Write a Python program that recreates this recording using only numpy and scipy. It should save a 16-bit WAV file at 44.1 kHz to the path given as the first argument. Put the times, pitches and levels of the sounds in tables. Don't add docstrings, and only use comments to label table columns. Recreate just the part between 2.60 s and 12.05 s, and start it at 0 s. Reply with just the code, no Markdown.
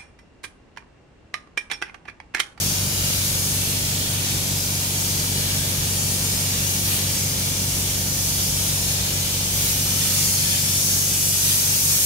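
import sys
import numpy as np
from scipy import signal
from scipy.fft import rfft, irfft, next_fast_len
from scipy.io import wavfile
from scipy.ndimage import uniform_filter1d

SR = 44100
rng = np.random.default_rng(int(sys.argv[2]) if len(sys.argv) > 2 else 0)


def master_out(mix):
    frames = np.transpose(np.atleast_2d(mix))
    ceiling = np.clip(frames, -1, 1)
    pcm = np.round(ceiling * 32767).astype(np.int16)
    wavfile.write(sys.argv[1], SR, pcm)


N = 416744
SHAFT_HZ = 23.705
FADE_S = 7.27
HIDDEN_DB = -30


def undb(db):
    return 10 ** (np.asarray(db) / 20)


def unit(pair):
    return pair / np.std(pair.mean(axis=0))


def since(start_s):
    return np.maximum(np.arange(N) / SR - start_s, 0)


def swell(top_s, length_s):
    t = np.arange(N) / SR
    return np.cos(np.pi * np.clip((t - top_s) / length_s, -.5, .5)) ** 2


def walk(rate_hz):
    hold = int(SR / rate_hz)
    held = np.repeat(rng.standard_normal(N // hold + 1), hold)
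    slow = uniform_filter1d(uniform_filter1d(held, hold), hold)[:N]
    return slow / np.std(slow)


def shape(x, response):
    size = next_fast_len(N, True)
    hz = np.maximum(np.arange(size // 2 + 1) * SR / size, 1)
    return irfft(rfft(x, size) * response(hz), size)[..., :N]


def band(x, centre_hz, half_width_hz):
    return shape(x, lambda hz: 1 / (1 + ((hz - centre_hz) / half_width_hz) ** 4))


def gain_at(hz, points):
    point_hz, db = np.transpose(points)
    return undb(np.interp(np.log(hz), np.log(point_hz), db))


def colour(x, points):
    return shape(x, lambda hz: gain_at(hz, points) * np.minimum(points[-1][0] / hz, 1) ** 2)


def corridor(pair):
    # (frequency [Hz], side relative to mid [dB])
    width = [(50, -5), (120, -13.5), (200, -9.5), (400, -8), (700, -8.5), (1200, 0)]
    side = shape(pair[1], lambda hz: gain_at(hz, width))
    return np.array([pair[0] + side, pair[0] - side])


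def tones(phases, levels_db, waver_db):
    pair = sum(undb(db + waver_db * walk(2.004)) * np.cos(2 * np.pi * (cycles + rng.random((2, 1))))
               for cycles, db in zip(phases, levels_db))
    return np.sqrt(2) * corridor(pair)


def corridor_boom(gain_db=-16, fade_db_per_s=1):
    # (time of the top [s], length [s], rise [dB])
    booms = [(0.55, 2.4, 5), (6.0, 3.8, 5.5)]
    rise_db = sum(db * swell(top_s, length_s) for top_s, length_s, db in booms)
    boom = band(rng.standard_normal(N), centre_hz=59, half_width_hz=14)
    return undb(gain_db + rise_db - fade_db_per_s * since(FADE_S)) * boom / np.std(boom)


def corridor_hollow(gain_db=-18.5):
    ring = band(rng.standard_normal((2, N)), centre_hz=295, half_width_hz=45)
    return undb(gain_db) * swell(top_s=1.47, length_s=4) * unit(corridor(ring))


def motor_hum(gain_db=-1):
    # (frequency [Hz], level [dB])
    hum = [(100, -16.5), (123.3, -14), (147, -16), (161, -26), (194.5, -16.5), (200, -26), (242, -21.5),
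           (294.7, -25.5), (457, -29.5), (574, -29.5), (593, -35), (740, -32), (782, -32)]
    hz, db = np.transpose(hum)
    return tones((f * np.arange(N) / SR for f in hz), db + gain_db, waver_db=2.5)


def motor_whine(turns, multiple=37, gain_db=-56.5):
    return tones([multiple * turns], [gain_db], waver_db=.6)


def intake(turns, gain_db=-11, gulp_depth=0.17):
    # (frequency [Hz], spectral level [dB])
    churn_colour = [(20, -27), (45, -24), (80, -2.5), (120, -2), (165, -5), (215, -2.5), (300, -8.5),
                    (520, -8.5), (700, -13.5), (1000, -16), (2000, -21)]
    gulps = 1 + gulp_depth * np.cos(4 * np.pi * turns)
    churn = colour(rng.standard_normal((2, N)) * gulps, churn_colour)
    return undb(gain_db) * unit(corridor(churn))


def valves(turns, gain_db=-23, ring_s=0.038, uneven_db=3.0):
    # (frequency [Hz], spectral level [dB])
    valve_colour = [(500, -5.5), (750, -6), (1100, -8), (1700, -7), (2200, -16), (2300, 0), (2440, 2),
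                    (2520, -30), (3500, -30)]
    size = int(SR / SHAFT_HZ)
    age_s = np.arange(size) % (size / 2) / SR
    one_turn = rng.standard_normal((2, size)) * np.exp(-age_s / ring_s)
    clatter = np.array([np.interp(turns % 1 * size, np.arange(size), row) for row in one_turn])
    return unit(corridor(colour(clatter, valve_colour))) * undb(gain_db + uneven_db * walk(47))


def cabinet(turns, gain_db=-1.0):
    # (multiple of the shaft speed, level [dB])
    drone = [(13, -26.5), (14, -23), (15, -23), (16, -26.5), (17, -27.5), (18, -26), (19, -34), (20, -25.5),
             (22, -25), (23, -25.5), (24, -29.5), (26, -25), (27, -38), (28, -30), (29, -31.5), (30, -31.5),
             (34, -28), (35, -34), (38, -31), (39, -31.5), (40, -32.5), (43, -34)]
    # (multiple of the shaft speed, level [dB])
    head = [(95, -27.5), (97, -27), (98, -29), (99, -24.5), (101, -33), (102, -25.5), (103, -29)]
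    multiples, db = np.transpose(drone + head)
    return tones((k * turns for k in multiples), db + gain_db, waver_db=1.4)


def knocks(turns, gain_db=-17, sharpness=1.4):
    push = np.exp(sharpness * np.cos(4 * np.pi * turns))
    thump = band(rng.standard_normal(N) * push, centre_hz=136, half_width_hz=34)
    return undb(gain_db) * thump / np.std(thump)


def pistons(turns, gain_db=-2.0, unsteady_db=0.57, skew_rad=0.94, limp_rad=1.47):
    # (multiple of the shaft speed, level [dB])
    throb = [(2, -12.5), (4, -1.5), (5, -45), (6, -7), (7, -9), (8, -12), (9, -29.5), (10, -24.5),
             (11, -16)]
    wave = sum(undb(db) * np.cos(2 * np.pi * k * turns + skew_rad + limp_rad * (k % 2))
               for k, db in throb)
    return np.sqrt(2) * wave * undb(gain_db + unsteady_db * walk(47))


def compressor(gain_db=-28.5, swell_db=1, fade_db_per_s=1.4, wander_turns=0.0039):
    turns = SHAFT_HZ * np.arange(N) / SR + wander_turns * walk(1.5)
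    machine = pistons(turns) + knocks(turns) + cabinet(turns) + valves(turns) + intake(turns)
    cart = machine + motor_hum() + corridor_boom() + corridor_hollow()
    drift_db = swell_db * swell(top_s=3.2, length_s=3.2) - fade_db_per_s * since(FADE_S)
    return cart * undb(gain_db + drift_db) + motor_whine(turns)


def midrange_swells():
    # (time of the top [s], length [s], band centre [Hz], level [dB])
    swells = [(0.2, 2.8, 1500, -48.5), (6.3, 2.7, 716, -51.5), (8.3, 0.9, 1500, -52)]
    out = 0
    for top_s, length_s, centre_hz, db in swells:
        rush = band(rng.standard_normal((2, N)), centre_hz, half_width_hz=centre_hz / 4)
        out = out + undb(db) * swell(top_s, length_s) * unit(rush)
    return out


def notched_response(size, decay_s=0.01, peak_limit=1.5):
    spectrum = rfft(rng.standard_normal((2, size)) * np.exp(-np.arange(size) / SR / decay_s))
    strength = np.abs(spectrum) / np.sqrt(np.mean(np.abs(spectrum) ** 2))
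    response = irfft(spectrum / np.maximum(strength / peak_limit, 1), size)
    return response / np.linalg.norm(response, axis=1, keepdims=True)


def early_reflections(direct, moves=36, echo_samples=1600):
    step = N // moves + 1
    source = np.pad(direct, ((0, 0), (step, 2 * step)))
    early = np.zeros((2, source.shape[1] + echo_samples))
    crossfade = signal.windows.cosine(2 * step)
    for start in np.arange(moves + 1) * step:
        piece = crossfade * source[:, start:start + 2 * step]
        echoed = signal.fftconvolve(piece, notched_response(echo_samples), axes=1)
        early[:, start:start + echoed.shape[1]] += echoed
    return early[:, step:step + N]


def jet_air(exposure_db, direct_db=-10.5, early_db=0.5, right_lag_samples=19):
    jet = rng.standard_normal(N)
    direct = np.array([jet, np.roll(jet, right_lag_samples)])
    short_paths = undb(direct_db) * direct + undb(early_db) * early_reflections(direct)
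    diffuse = rng.standard_normal((2, N))
    presence = undb(exposure_db / 2)
    power = 1 + presence ** 2 * (undb(direct_db) ** 2 + undb(early_db) ** 2)
    return (diffuse + presence * short_paths) / np.sqrt(power)


def sibilance(air, level_db, db_per_db=0.22):
    ring = band(air, centre_hz=6360, half_width_hz=370)
    return (undb(db_per_db * (level_db - HIDDEN_DB)) - 1) * ring


def doorway_flare(beam, above_hz=11000, turn_s=6.88, swing_s=0.15, flare_db=3, flare_s=0.52, rest_db=0.3):
    age_s = since(turn_s)
    lift_db = np.minimum(age_s / swing_s, 1) * (rest_db + flare_db * np.exp(-(age_s / flare_s) ** 2))
    return (undb(lift_db) - 1) * shape(beam, lambda hz: 1 / (1 + (above_hz / hz) ** 20))


def aim(sway_db=0.55, wobble_db=0.35, rush_share=0.38, clear_s=8.06, climb_db_per_s=3, climb_db=1.3):
    # (time [s], level [dB])
    jet_levels = [(0.0, -29.5), (0.25, -31.5), (0.45, -29.3), (1.0, -31), (1.4, -32), (2.05, -32),
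                  (2.4, -31), (2.87, -32), (3.15, -31.5), (3.38, -30), (3.78, -30), (4.15, -30.5),
                  (4.32, -31), (4.5, -30), (4.92, -31.8), (5.05, -30.5), (5.5, -30.5), (5.87, -29.5),
                  (6.55, -31), (6.93, -30.5), (7.35, -29), (7.68, -27), (8.05, -27.5), (8.38, -27.5),
                  (8.48, -28.2), (8.8, -26), (9.1, -27.5), (9.45, -26)]
    # (time when closest [s], length [s], rush [dB], treble [dB])
    sweeps = [(0.6, 0.65, 2.5, 0.2), (1.054, 0.62, 3.5, 1.5), (1.61, 1, 3, 0.5), (2.938, 0.6, 2, 0.5),
              (3.98, 0.41, 2.2, -0.5), (4.335, 0.27, 4.9, 4.1), (6.596, 0.9, 2, -0.5),
              (7.09, 0.51, 2.5, 0.5), (7.438, 0.6, 3, 0.5), (7.93, 0.24, 2, -0.5), (8.12, 0.22, 1.5, 0),
              (8.89, 0.18, 1.5, 1.2)]
    level_db = np.interp(np.arange(N) / SR, *np.transpose(jet_levels))
    rush_db = (rush_share - 1) * (level_db - HIDDEN_DB) + sway_db * walk(15)
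    beam_db = np.minimum(climb_db_per_s * since(clear_s), climb_db)
    for top_s, length_s, rush_rise_db, treble_rise_db in sweeps:
        closeness = swell(top_s, length_s)
        rush_db += rush_rise_db * closeness
        beam_db += treble_rise_db * closeness
    return level_db + wobble_db * walk(11), rush_db, beam_db


def spray(rush_below_hz=4500, beam_above_hz=7700, flutter_db=0.3):
    # (frequency [Hz], spectral level [dB])
    jet_colour = [(500, -14), (1100, -14.5), (2000, -9), (2600, -5.5), (3000, -3), (3350, -2), (3900, -3),
                  (4700, -0.5), (5700, 1.7), (6450, 2.6), (6950, 1.5), (7450, -2), (8600, 0), (10400, -1.3),
                  (11400, -0.9), (13700, -4), (15800, -6.5)]
    level_db, rush_db, beam_db = aim()
    air = colour(jet_air(level_db - np.median(level_db)), jet_colour)
    rush = shape(air, lambda hz: 1 / (1 + (hz / rush_below_hz) ** 20))
    beam = shape(air, lambda hz: 1 / (1 + (beam_above_hz / hz) ** 20))
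    hiss = air - rush - beam + sibilance(air, level_db)
    # (signal, gain [dB], left over right [dB])
    parts = [(rush, rush_db - 5.5, -2.0),
             (hiss, -0.17, 1.5),
             (beam + doorway_flare(beam), beam_db + 1.5, 1.8)]
    sides = np.array([[.5], [-.5]])
    out = sum(unit(part) * undb(db + flutter_db * walk(28) + pan_db * sides)
              for part, db, pan_db in parts)
    return out * undb(level_db)


def scene():
    return spray() + midrange_swells() + compressor()


def record(dry):
    return signal.sosfilt(signal.ellip(12, .1, 80, 15700, fs=SR, output="sos"), dry)


dry = scene()
out = record(dry)
master_out(out)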